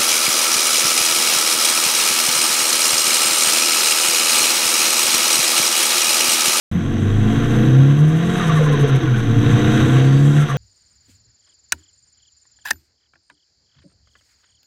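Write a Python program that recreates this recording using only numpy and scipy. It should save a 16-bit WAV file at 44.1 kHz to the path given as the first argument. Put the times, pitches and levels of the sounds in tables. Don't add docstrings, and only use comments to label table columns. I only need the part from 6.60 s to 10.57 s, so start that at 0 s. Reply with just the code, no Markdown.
import sys
import numpy as np
from scipy import signal
from scipy.fft import rfft, irfft, next_fast_len
from scipy.io import wavfile

SR = 44100
rng = np.random.default_rng(int(sys.argv[2]) if len(sys.argv) > 2 else 0)


def generate_wav(signal):
    frames = np.transpose(np.atleast_2d(signal))
    scaled = np.clip(frames, -1, 1) * 32767
    pcm = np.round(scaled).astype(np.int16)
    wavfile.write(sys.argv[1], SR, pcm)


N = 175077
T = np.arange(N) / SR

# time in seconds, firing rate in Hz.
FIRING_RATE = [(.12,85.8),(.5,100.5),(.75,111),(1,122.5),(1.25,137.3),(1.5,156),(1.77,182.5),(1.87,161),(2,153.5),(2.25,138),(2.5,126),(2.7,113),(3,119.8),(3.25,126.8),(3.5,135.3),(3.75,145.8),(3.83,147),(3.97,137)]
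# time in seconds, level in dB.
DRONE_LEVEL = [(.12,-24.5),(.3,-28),(.45,-17),(.62,-14),(.74,-21.5),(1.0,-16),(1.14,-9.5),(1.28,-8),(1.35,-14),(1.45,-7),(1.58,-17.5),(1.82,-22.5),(1.88,-16),(2.05,-13.5),(2.16,-18.5),(2.42,-25),(2.75,-22.5),(3.21,-18.5),(3.36,-10),(3.68,-10),(3.74,-13),(3.84,-12.5),(3.89,-31),(3.93,-18.5),(3.97,-22)]
# start in seconds, length in seconds, level in dB.
DRONE_THROBS = [(2.203,0.059,-10.5),(2.303,0.086,-12),(2.431,0.025,-15.5),(2.474,0.088,-13),(2.561,0.07,-19),(2.659,0.088,-15.5),(2.757,0.056,-10.5),(2.844,0.041,-18),(2.916,0.056,-12)]
# time in seconds, relative level in dB.
OVERTONE_LEVEL = [(.13,-29),(.27,-20),(.42,-17),(.56,-21.5),(.68,-19.5),(.82,-19),(1.0,-14.5),(1.3,-18),(1.55,-23),(1.76,-18.5),(1.9,-27.5),(2.15,-20.5),(2.55,-24.5),(2.75,-18),(3.15,-14),(3.5,-17.5),(3.75,-20),(3.9,-33.5),(3.97,-41)]
# multiple of the engine cycle, relative strength in dB.
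ENGINE_ORDERS = [(3,-2.5),(5,1),(6,-0.5),(7,1),(8,6),(9,-2.5),(10,6),(11,-5.5),(12,1.5),(13,-5.5),(14,2.5),(15,-1.5),(16,4.5)]
# frequency in Hz, gain in dB.
BODY_RESPONSE = [(60,-5),(100,0),(140,5),(185,-12.5),(203,-1.5),(215,9.5),(229,0.5),(245,-4),(280,3.5),(298,-1),(320,0.5),(370,-7),(415,-12),(462,-4.5),(510,-11.5),(580,-21.5),(650,-15.5),(700,-10),(770,-30),(1200,-16)]
# time in seconds, roughness from 0 to 1.
BURBLE_DEPTH = [(.12,.5),(.7,.35),(1.1,.2),(1.7,.2),(1.85,.6),(2.3,.8),(2.75,.65),(2.95,.25),(3.8,.2),(3.9,.7)]

# time in seconds, relative level in dB.
FLOW_LEVEL = [(.13,-44),(.5,-41),(.75,-38),(.95,-36.5),(1.25,-39.5),(1.55,-40),(1.8,-33.5),(2.0,-35.5),(2.3,-36),(2.5,-39),(2.75,-37.5),(3.0,-33.5),(3.15,-32),(3.32,-33.5),(3.45,-36),(3.7,-39),(3.8,-36.5),(3.97,-39)]
RUMBLE_LEVEL = [(.12,-23),(.2,-31),(.26,-33),(.7,-25),(1.0,-20),(1.25,-25),(1.6,-24.5),(2.0,-24.5),(2.3,-28.5),(2.6,-25.5),(2.85,-23),(3.2,-18),(3.5,-28),(3.97,-26)]
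WIND_LEVEL = [(.12,-31),(.9,-27),(1.7,-56),(2.22,-29),(2.45,-36),(2.7,-30),(3.2,-31),(3.6,-41),(3.97,-48)]
HISS_LEVEL = [(.12,-61),(.5,-52.5),(.95,-49.5),(1.25,-54),(1.55,-52.5),(1.72,-46),(1.92,-48),(2.08,-59),(2.55,-57),(2.85,-50.5),(3.1,-46),(3.35,-44.5),(3.6,-47),(3.77,-46),(3.97,-61)]
# frequency in Hz, relative density in dB.
FLOW_SPECTRUM = [(150,13.5),(300,12),(380,13.5),(470,16),(570,-2),(700,5.5),(920,1.5),(1170,8.5),(1320,3),(1550,9),(1950,6),(2300,0),(2750,1.5),(3300,0),(3900,-2.5),(4250,-15.5),(5200,-21.5),(5750,-8),(6350,-1),(6750,-39),(7600,-22.5),(9300,-51),(12000,-59),(15000,-72)]
RUMBLE_SPECTRUM = [(20,-11),(40,-4),(65,-13.5),(92,10),(112,1.5),(135,18),(155,18),(180,-7),(215,3.5),(250,-11),(400,-39)]
WIND_SPECTRUM = [(12,-57),(24,61),(45,-10),(90,-62),(400,-88)]
HISS_SPECTRUM = [(3000,-13),(6000,5),(7700,10.5),(9300,-0.5),(11800,0),(12800,-15),(15000,-15)]
CHUFF_SPECTRUM = [(900,13),(1700,3),(2400,-6),(3700,10),(4600,-7.5),(6200,15),(7000,1.5),(8200,5.5),(10000,3.5),(12000,-0.5),(15000,-10)]
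# frequency in Hz, resonator width in Hz, level in dB relative to the flow.
FLOW_RINGS = [(210.4,4,-1),(288,25,-18),(463.4,15,0.5),(705.2,17.5,-2),(814,11,-13.5),(1030,16,-9),(1110,18,-8),(1380,29,-5.5),(1615,52,-10),(1717,13,-24.5),(3252,55,-8.5),(3796,51,-21.5)]
INTAKE_RESONANCES = [(1480,270,-1.5),(3760,265,-5.5)]

# start in seconds, length in seconds, level in dB.
SURGE_CHUFFS = [(1.374,0.05,-44),(1.47,.045,-44),(1.55,.05,-45),(1.75,.06,-39.5),(1.86,0.045,-38),(1.94,.066,-39),(2.022,.053,-41),(2.113,0.039,-39),(2.184,0.055,-39),(2.267,0.043,-40.5),(2.346,0.029,-39.5),(2.414,.035,-50),(2.478,.035,-60),(2.566,0.045,-43.5),(3.786,.055,-38),(3.88,0.046,-40.5)]
# start in seconds, length in seconds, pitch halfway through in Hz, level in dB.
SURGE_CHIRPS = [(1.792,0.057,1194,-23.5),(1.88,0.042,1182,-22.5),(1.953,0.051,1130,-25),(2.052,0.034,1033,-29.5),(2.114,0.052,1046,-30.5),(2.468,0.039,1440,-31),(2.535,0.024,1520,-33),(2.575,0.029,1464,-31.5),(3.791,0.059,1340,-30.5),(3.886,0.051,1160,-25)]
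PIPE_HOOTS = [(1.99,0.044,504,-19),(2.03,0.067,467,-29),(2.09,0.076,456,-19),(2.165,0.057,443,-25),(2.225,0.044,433,-20.5),(2.272,0.027,433,-17),(2.335,0.062,396,-22.5),(2.415,0.053,312,-21.5),(3.93,0.059,512,-27)]


def from_db(db):
    return 10 ** (np.asarray(db) / 20)


def unit_rms(x):
    return x / np.sqrt(np.mean(x ** 2) + 1e-20)


def in_time(rows):
    return np.interp(T, *np.transpose(rows))


def at_hz(spectrum, hz):
    points_hz, db = np.transpose(spectrum)
    return np.interp(np.log(hz + 1e-6), np.log(np.sort(points_hz)), db)


def drift(rate_hz):
    step, settle = 40, 2000
    pole = np.exp(-2 * np.pi * rate_hz * step / SR)
    white = rng.standard_normal(N // step + settle + 2)
    slow = signal.lfilter([1], [1, -2 * pole, pole * pole], white)[settle:]
    return np.interp(np.arange(N) / step, np.arange(len(slow)), unit_rms(slow))


def noise(spectrum):
    size = next_fast_len(N)
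    hz = np.arange(size // 2 + 1) * SR / size
    shaped = rfft(rng.standard_normal(size)) * from_db(at_hz(spectrum, hz))
    return unit_rms(irfft(shaped, size)[:N])


def ringing_air(hz, width_hz, drive=1, stages=1):
    radius = np.exp(-np.pi * width_hz / SR)
    feedback = [1, -2 * radius * np.cos(2 * np.pi * hz / SR), radius * radius]
    air = rng.standard_normal(N) * drive
    for _ in range(stages):
        air = unit_rms(signal.lfilter([1, 0, -1], feedback, air))
    return air


def swell(start, length, db):
    return from_db(db) * np.sin(np.pi * np.clip((T - start) / length, 0, 1))


def falling_tones(rows, fall_per_s, width_hz, pitch_ratio=1):
    tones = np.zeros(N)
    rough = 1 + .7 * (drift(width_hz) + 1j * drift(width_hz))
    for start, length, hz, db in rows:
        on = (T > start) & (T < start + length)
        age = T[on] - start
        pitch_hz = pitch_ratio * hz * np.exp(-fall_per_s * (age - length / 2))
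        phase = 2 * np.pi * np.cumsum(pitch_hz) / SR
        tones[on] += swell(start, length, db)[on] * np.real(rough[on] * np.exp(1j * phase))
    return tones


def exhaust(cycle_phase):
    cycle_hz = in_time(FIRING_RATE) / 4
    order_db, high_order_db = dict(ENGINE_ORDERS), -5
    burble = in_time(BURBLE_DEPTH)
    overtones = np.zeros(N)
    for order in [3, *range(5, 33)]:
        gain = from_db(order_db.get(order, high_order_db) + at_hz(BODY_RESPONSE, order * cycle_hz))
        waver = np.sqrt(1 - burble ** 2) + burble * (drift(14) + 1j * drift(14)) / np.sqrt(2)
        phase = order * cycle_phase + rng.uniform(0, 2 * np.pi)
        overtones += gain * np.real(waver * np.exp(1j * phase))
    drone = unit_rms(np.cos(4 * cycle_phase) * (1 + .1 * drift(10)))
    drone_gain = from_db(in_time(DRONE_LEVEL)) + sum(swell(*throb) for throb in DRONE_THROBS)
    return drone_gain * drone + from_db(in_time(OVERTONE_LEVEL) - 1) * unit_rms(overtones)


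def rushing_air(cycle_phase):
    roar_db, flicker_db, pulse_depth, rasp_growth = 8.5, 1.3, .11, .8
    pulsing = (1 + pulse_depth * np.cos(4 * cycle_phase)) * from_db(flicker_db * drift(70))
    flow_db = in_time(FLOW_LEVEL)
    roar = from_db(roar_db) * noise(FLOW_SPECTRUM) * pulsing
    rings = sum(from_db(db) * ringing_air(hz, width, drive=pulsing) for hz, width, db in FLOW_RINGS)
    rasp = sum(from_db(db) * ringing_air(hz, width, stages=2) for hz, width, db in INTAKE_RESONANCES)
    rasp *= pulsing * from_db(rasp_growth * (flow_db - flow_db.max()))
    return from_db(flow_db) * (roar + rings + rasp)


def road_rumble():
    return from_db(in_time(RUMBLE_LEVEL)) * noise(RUMBLE_SPECTRUM)


def wind_buffet():
    return from_db(in_time(WIND_LEVEL)) * noise(WIND_SPECTRUM)


def air_hiss(flicker_db=1.8):
    return from_db(in_time(HISS_LEVEL) + flicker_db * drift(14)) * noise(HISS_SPECTRUM)


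def exhaust_boom(hz=177.3):
    return swell(start=.1355, length=.07, db=-12.5) * np.sin(2 * np.pi * hz * T)


def compressor_chuffs():
    return noise(CHUFF_SPECTRUM) * sum(swell(*chuff) for chuff in SURGE_CHUFFS)


def compressor_chirps(fall_per_s=1.78, width_hz=68):
    lower = falling_tones(SURGE_CHIRPS, fall_per_s, width_hz)
    upper = from_db(-9.5) * falling_tones(SURGE_CHIRPS, fall_per_s, width_hz, pitch_ratio=1.58)
    rasp_gain = sum(swell(start, length, db - 9) for start, length, _, db in SURGE_CHIRPS)
    return lower + upper + rasp_gain * ringing_air(hz=1650, width_hz=700, stages=2)


def intake_hoots():
    return falling_tones(PIPE_HOOTS, fall_per_s=4.1, width_hz=43)


def turbine_whistle():
    return ringing_air(hz=4530, width_hz=140) * swell(start=3.35, length=.33, db=-49)


def scene():
    start_s, fade_s, speed_jitter = .114, .00048, .002
    firing_hz = in_time(FIRING_RATE) * (1 + speed_jitter * drift(15.2))
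    cycle_phase = 2 * np.pi * np.cumsum(firing_hz / 4) / SR
    car = exhaust(cycle_phase) + rushing_air(cycle_phase) + road_rumble() + wind_buffet() + air_hiss()
    car += exhaust_boom() + compressor_chuffs() + compressor_chirps() + intake_hoots()
    car += turbine_whistle()
    return (car * np.clip((T - start_s) / fade_s, 0, 1))[None]


def record(dry):
    rounded = 1.5 * np.tanh(dry / 1.5)
    lowpass = signal.cheby2(12, 70, 16000, fs=SR, output="sos")
    return signal.sosfilt(lowpass, rounded)


dry = scene()
out = record(dry)
generate_wav(out)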